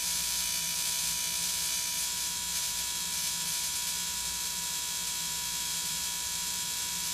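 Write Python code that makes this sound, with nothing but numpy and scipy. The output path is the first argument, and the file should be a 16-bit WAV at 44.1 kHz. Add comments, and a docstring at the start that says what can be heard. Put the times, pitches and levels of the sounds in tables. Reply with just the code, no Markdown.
"""A high-voltage spark buzzes in a glass cabinet: mostly to a metal sphere, from 2 s on mostly to a rod.
It strikes once per mains cycle, on the next tick of a whining driver oscillator, so the rhythm limps.
It flares when it forks to both electrodes, and sputters a few times. The panes echo each crack and the
buzz rings on in the cabinet. Ventilation, a motor and a transformer hum underneath."""
import sys
import numpy as np
from scipy import signal
from scipy.fft import rfft, irfft, next_fast_len
from scipy.io import wavfile

SR = 44100
rng = np.random.default_rng(int(sys.argv[2]) if len(sys.argv) > 2 else 0)


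def master(y):
    """Save y as 16-bit WAV."""
    cut = np.clip(np.atleast_2d(y).T, -1, 1)
    pcm = np.round(cut * 32767)  # scale
    wavfile.write(sys.argv[1], SR, pcm.astype(np.int16))


N = 314433
LEAD = SR // 4  # samples before t = 0: the arc is already burning
MAINS_HZ, DRIVER_HZ = 60.013, 973.25
RING_WIDTH_HZ = 7
CHANNEL_MEMORY = .4  # share of its shape the hot channel keeps from spark to spark

# driver drift against the mains: t/s, lag/s
TICK_LAG = [(0, .00045), (1, .0001), (2.2, -.00015), (3.2, .00004), (4, -.00009), (5.2, .00011),
            (6, .00002), (7.1, .00013)]
# arc forks and burns louder: t/s, length/s, rise/dB
ARC_FLARES = [(0.013, 0.4, 1.8), (0.747, 0.067, 2.0), (0.847, 0.083, 2.2), (0.98, 0.13, 2.0),
              (1.346, 0.333, 1.8), (1.98, 0.067, 1.7), (2.163, 0.067, 2.3), (2.246, 0.017, 1.9),
              (2.53, 0.05, 3.2), (2.613, 0.083, 1.8), (2.763, 0.033, 2.9), (3.112, 0.033, 2.4),
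              (3.163, 0.11, 2.6), (3.446, 0.05, 1.8), (3.513, 0.083, 2.7), (3.629, 0.05, 2.2),
              (3.712, 0.05, 2.3), (3.862, 0.05, 1.8), (4.446, 0.017, 2.2), (5.062, 0.017, 2.3),
              (5.695, 0.017, 1.3), (5.746, 0.017, 1.6), (5.845, 0.05, 1.5), (6.029, 0.033, 1.2),
              (7.045, 0.033, 2.2)]
# crack spectra: f/Hz, relative level/dB
SPHERE_SPECTRUM = [(300, -67), (700, -21), (1200, -15), (1450, -8.5), (2100, -4), (2400, 1), (2750, -5.5),
                   (3350, 2.5), (4300, -1.5), (6100, 2.5), (7300, 1), (9500, 1.5), (12000, -2.5),
                   (14500, -7.5)]
ROD_SPECTRUM = [(300, -25), (700, -16), (1200, -9.5), (1400, -7), (2100, -12.5), (2400, -8), (2950, -3.5),
                (3400, -2), (4400, -3), (7400, 1.3), (8700, -3.5), (11000, -3.3), (12000, -7.5),
                (14500, -9.5)]
# first echoes off the panes: delay/s, level/dB re direct crack
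SPHERE_PANE_ECHOES = [(.00168, -5), (.00302, -8), (.00341, -7), (.00505, -7), (.0073, -10), (.009, -8)]
ROD_PANE_ECHOES = [(.00118, -12), (.00302, -4.5), (.005, -11), (.00615, -12), (.00935, -5.5), (.0111, -12),
                   (.0124, -12)]
# part of the diffuse sound that repeats each spark: f/Hz, relative level/dB
REPEATING_PART = [(1700, -.9), (3000, -2.5), (6000, -4.5), (9000, -4), (14000, -3.5)]
# broad humps added by the electrode: f/Hz, width/Hz, gain/dB
SPHERE_PEAKS = [(4780, 110, -1), (5975, 90, 3), (6450, 220, -3)]
ROD_PEAKS = [(3320, 130, 0), (7570, 160, -4)]
# hollows where echoes cancel: f/Hz, width/Hz
SPHERE_NOTCHES = [(2130, 90), (2770, 70), (3150, 110)]
ROD_NOTCHES = [(1190, 70), (1520, 40), (1830, 70), (3140, 90)]
# strongest pitched lines of the spark buzz: f/Hz, relative level/dB with arc on sphere, same on rod
BUZZ_LINES = [(661, -60, -69), (1034, -69, -66), (1093, -69, -61), (1287, -66, -66), (1393, -65, -63),
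              (1467, -61, -57), (1587, -65, -59), (1707, -66, -58), (1767, -61, -66), (1826, -60, -68),
              (1946, -67, -64), (2248, -56, -59), (2307, -54, -56), (2379, -60, -60), (2453, -55, -63),
              (2680, -64, -59), (2920, -58, -68), (2980, -53, -54), (3039, -57, -58), (3219, -58, -54),
              (3280, -59, -51), (3352, -56, -53), (3400, -53, -55), (3460, -55, -63), (3760, -54, -57),
              (3893, -56, -55), (3954, -52, -56), (4074, -54, -52), (4192, -59, -56), (4254, -54, -58),
              (4313, -55, -58), (4494, -52, -60), (4566, -60, -56), (4747, -50, -60), (4807, -52, -61),
              (4867, -56, -57), (5047, -58, -53), (5286, -56, -55), (5347, -53, -52), (5408, -53, -60),
              (5600, -51, -56), (5840, -53, -53), (5961, -47, -53), (6020, -51, -57), (6320, -52, -54),
              (6379, -60, -55), (6424, -49, -56), (6561, -51, -63), (6634, -55, -55), (6752, -57, -53),
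              (6932, -60, -55), (6993, -54, -54), (7053, -55, -58), (7172, -53, -56), (7401, -58, -55),
              (7533, -62, -52), (7605, -60, -52), (7714, -56, -60), (7787, -56, -61), (7966, -59, -56),
              (8024, -58, -56), (8205, -53, -55), (8327, -54, -55)]
# stereo width: f/Hz, side gain/dB
SIDE_GAIN = [(60, -27), (150, -11.5), (280, -12.5), (600, -1), (2000, -28), (4000, -17), (8000, -13),
             (13000, -5)]
# ventilation air: f/Hz, relative level/dB
VENT_SPECTRUM = [(12, -28), (27, -2), (34, 0), (44, -10), (70, -4.5), (105, 0), (220, -2.5), (400, -4),
                 (700, -11), (2000, -11), (14000, -22)]
# duct resonances: f/Hz, width/Hz, relative gain/dB
DUCT_MODES = [(76.2, 10, 15), (130, 6.5, 1.6), (190, 1.6, 2.3)]
# swells of the duct throb: centre t/s, half length/s, rise/dB
THROB_SWELLS = [(3.45, 0.3, 4), (5.88, 0.11, 6.5), (6.6, 0.24, 4.6)]
# motor and transformer lines: f/Hz, level/dB
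HUM_LINES = [(58.7, -59.5), (360.1, -75)]
# runs of tiny re-strikes: t/s, length/s, relative level/dB
RESTRIKE_RUNS = [(1.981, .003, -16), (3.477, .003, -17), (3.664, .002, -18), (3.762, .002, -17)]


def amp(db):
    return 10 ** (np.asarray(db) / 20)


def unit_rms(x):
    return x / np.sqrt(np.mean(x ** 2) + 1e-20)


def colour(x, points):
    """Filter by (f/Hz, gain/dB) points."""
    size = next_fast_len(x.shape[-1] + 2048)
    hz, db = np.transpose(points)
    gain = amp(np.interp(np.log(np.fft.rfftfreq(size, 1 / SR) + 1), np.log(hz), db))
    return irfft(rfft(x, size) * gain, size)[..., :x.shape[-1]]


def resonate(x, hz, width_hz):
    return signal.lfilter(*signal.iirpeak(hz, hz / width_hz, SR), x)


def notch(x, bands):
    """Cut (f/Hz, width/Hz) bands."""
    sections = [np.concatenate(signal.iirnotch(hz, hz / width_hz, SR)) for hz, width_hz in bands]
    return signal.sosfilt(sections, x)


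def drift(t, top_hz):
    """Slow random wander, rms 1."""
    hz = top_hz * np.geomspace(.1, 1, num=12)[:, None]
    grid_s = np.linspace(0, N / SR, num=600)
    waves = np.sin(2 * np.pi * (hz * grid_s + rng.random(hz.shape)))
    return np.interp(t, grid_s, unit_rms(waves.sum(0)))


def clicks(times, sizes):
    """Band-limited impulses, timed between samples; lead-in included."""
    exact = times[:, None] * SR + LEAD
    taps = np.round(exact).astype(int) + np.arange(-8, 9)
    pulses = sizes[:, None] * np.sinc(taps - exact) * np.cos(np.pi * (taps - exact) / 18) ** 2
    return np.bincount(np.clip(taps, 0, LEAD + N).ravel(), pulses.ravel(), LEAD + N + 1)[:LEAD + N]


def stereo(mid, side):
    side = colour(side, SIDE_GAIN)
    return np.array([mid + side, mid - side])


def driver_lag_s(t):
    return np.interp(t, *np.transpose(TICK_LAG))


def spark_times(breakdown_cycles=.25, tick_cycles=.7):
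    """Once the mains passes breakdown, the next driver tick fires the gap."""
    cycles = np.arange(-int(LEAD / SR * MAINS_HZ), int(N / SR * MAINS_HZ) + 1)
    ready_s = (cycles + breakdown_cycles) / MAINS_HZ
    ticks = np.ceil(ready_s * DRIVER_HZ - tick_cycles) + tick_cycles
    return ticks / DRIVER_HZ + driver_lag_s(ready_s)


def on_sphere(t, walk_at_s=2.0, walk_length_s=.062):
    """1 while the arc rests on the sphere, 0 once it has walked to the rod."""
    return np.clip(.5 - (t - walk_at_s) / walk_length_s, 0, 1)


def flares_db(t, edge_s=.005):
    """Level rise while both gaps fire."""
    return sum(db * np.clip(np.minimum(t - start_s, start_s + length_s + edge_s - t) / edge_s, 0, 1)
               for start_s, length_s, db in ARC_FLARES)


def sphere_share(t, fork_per_db=.24):
    """Share of charge to the sphere; a flare forks some to the idle electrode."""
    resting = on_sphere(t)
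    forked = np.clip(fork_per_db * flares_db(t), 0, 1)
    return resting * (1 - forked) + (1 - resting) * forked


def strength_db(t, sphere_db=-33.5, rod_db=-34.5, sag_db_per_s=.04):
    """Spark level: set by the electrode, sagging with time, raised by flares."""
    return rod_db + (sphere_db - rod_db) * on_sphere(t) - sag_db_per_s * t + flares_db(t)


def writhe(shape):
    """Random bends of the hot channel, partly kept from spark to spark."""
    return signal.lfilter([1], [1, -CHANNEL_MEMORY], rng.standard_normal(shape))


def reverberate(x, cabinet_t60_s=.16, room_t60_s=1.0, room_db=-14, build_s=.002):
    """Dense echoes: fast cabinet decay, slow room decay. Rows: mid, side."""
    t = np.arange(SR // 2) / SR
    decay = amp(-60 * t / cabinet_t60_s) + amp(room_db - 60 * t / room_t60_s)
    tail = rng.standard_normal((2, len(t))) * (1 - np.exp(-t / build_s)) * decay
    return signal.fftconvolve(x[None], tail / np.linalg.norm(tail[0]), axes=1)[:, :len(x)]


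def diffuse(times, sizes, repeat_db):
    """Spark reverberation: part repeats exactly, the writhing channel scrambles the rest."""
    steady_gain = [(hz, db + repeat_db) for hz, db in REPEATING_PART]
    scrambled_gain = [(hz, 10 * np.log10(1 - amp(db) ** 2)) for hz, db in steady_gain]
    bends = writhe((3, len(times)))
    bends /= np.linalg.norm(bends, axis=0)
    scrambled = sum(reverberate(clicks(times, sizes * bend)) for bend in bends)
    steady = reverberate(clicks(times, sizes))
    return colour(scrambled, scrambled_gain) + colour(steady, steady_gain)


def arc(times, sizes, spectrum, peaks, notches, echoes, early_db, repeat_db):
    """Sparks in one gap: direct crack, pane echoes, diffuse sound between the buzz lines."""
    early = clicks(times, sizes) + sum(clicks(times + lag_s, sizes * amp(db)) for lag_s, db in echoes)
    early = colour(early, [(500, -8), (1500, -.5), (2800, 0), (5000, 0), (8500, -5), (13000, -2)])
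    mid, side = diffuse(times, sizes, repeat_db)
    mid = notch(mid, [(hz, 2 * RING_WIDTH_HZ) for hz, _, _ in BUZZ_LINES])
    mid = mid + sum(amp(db) * resonate(mid, hz, width_hz) for hz, width_hz, db in peaks)
    cracks = colour(stereo(mid + amp(early_db) * early, side), spectrum)
    return unit_rms(notch(cracks, notches)) * np.sqrt(np.mean(sizes ** 2))


def buzz_ring(times, sizes, share, gain_db=-1, max_delay_s=.004, uneven=.5, uneven_knee_hz=4000):
    """Buzz lines ring on in the cabinet, fed differently by each gap, stirred by the writhing channel."""
    ring = np.zeros(LEAD + N)
    delays_s = rng.random(len(BUZZ_LINES)) * max_delay_s
    for (hz, sphere_db, rod_db), delay_s in zip(BUZZ_LINES, delays_s):
        feed = np.sqrt(share * amp(sphere_db) ** 2 + (1 - share) * amp(rod_db) ** 2)
        stir = unit_rms(writhe(len(times)))
        kicks = sizes * (1 + uneven * min(hz / uneven_knee_hz, 1) * stir)
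        reference_rms = resonate(clicks(times + delay_s, kicks), hz, RING_WIDTH_HZ).std()
        ring += resonate(clicks(times + delay_s, kicks * feed), hz, RING_WIDTH_HZ) / reference_rms
    return amp(gain_db) * ring


def discharge(uneven_db=.9, base_jitter_s=3e-6, sphere_jitter_s=5e-6, sphere_lag_s=.0002):
    """The charge divides between sphere and rod; timing is less even on the sphere."""
    times = spark_times()
    size_noise, time_noise = rng.standard_normal((2, len(times)))
    share = sphere_share(times)
    scatter = amp(uneven_db * size_noise)
    sizes = amp(strength_db(times)) * scatter
    times = times + (base_jitter_s + sphere_jitter_s * share) * time_noise
    to_sphere = arc(times + sphere_lag_s, sizes * np.sqrt(share), SPHERE_SPECTRUM, SPHERE_PEAKS,
                    SPHERE_NOTCHES, SPHERE_PANE_ECHOES, early_db=-7.5, repeat_db=-.7)
    to_rod = arc(times, sizes * np.sqrt(1 - share), ROD_SPECTRUM, ROD_PEAKS,
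                 ROD_NOTCHES, ROD_PANE_ECHOES, early_db=-4, repeat_db=0)
    return to_sphere + to_rod + buzz_ring(times, scatter, share)


def driver_whine(t, sphere_db=-52, rod_db=-49.5, waver_db=.6, stereo_phase_rad=.3):
    """The coil sings at its switching rate, louder when loaded through the rod."""
    phase = 2 * np.pi * DRIVER_HZ * (t - driver_lag_s(t)) + np.array([[0], [stereo_phase_rad]])
    level_db = rod_db + (sphere_db - rod_db) * sphere_share(t) - waver_db * drift(t, top_hz=9.2)
    return np.sqrt(2) * amp(level_db) * np.sin(phase)


def ventilation(level_db=-53.5):
    """Air rumbles through a resonant duct."""
    air = colour(rng.standard_normal((2, N)), VENT_SPECTRUM)
    duct = sum(amp(db) * resonate(air, hz, width_hz) for hz, width_hz, db in DUCT_MODES) / 2
    return amp(level_db) * unit_rms(stereo(*(air + duct)))


def duct_throb(t, hz=170, width_hz=22, base_db=-56.5):
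    """The strongest duct resonance throbs and now and then swells."""
    throb = resonate(resonate(rng.standard_normal(N), hz, width_hz), hz, width_hz)
    swell_db = sum(db * np.exp(-((t - centre_s) / half_s) ** 2) for centre_s, half_s, db in THROB_SWELLS)
    return amp(base_db + swell_db) * unit_rms(throb)


def equipment_hum(t, waver_db=2.5):
    """Motor and transformer tones, wavering in level."""
    return np.sqrt(2) * sum(amp(db + waver_db * drift(t, top_hz=4.3)) * np.sin(2 * np.pi * hz * t)
                            for hz, db in HUM_LINES)


def sputters(restrike_hz=10500, scatter=.16):
    """The hot channel re-ignites many times within a few milliseconds."""
    train = np.zeros(LEAD + N)
    for start_s, length_s, db in RESTRIKE_RUNS:
        after_s = np.cumsum(np.exp(scatter * rng.standard_normal(64)) / restrike_hz)
        train += clicks(start_s + after_s, amp(db + strength_db(start_s)) * (after_s < length_s))
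    mid, side = reverberate(train)
    return np.sqrt(SR / MAINS_HZ) * colour(stereo(mid + train / 2, side), SPHERE_SPECTRUM)


def scene():
    """Sparks over driver whine, ventilation and hum."""
    t = np.arange(N) / SR
    sparks = (discharge() + sputters())[:, LEAD:]
    return sparks + driver_whine(t) + ventilation() + duct_throb(t) + equipment_hum(t)


def record(dry):
    """Low-pass at 14.7 kHz."""
    lowpass = signal.firwin(401, 14700, window=("kaiser", 9), fs=SR)
    return signal.oaconvolve(dry, lowpass[None], "same")


dry = scene()
out = record(dry)
master(out)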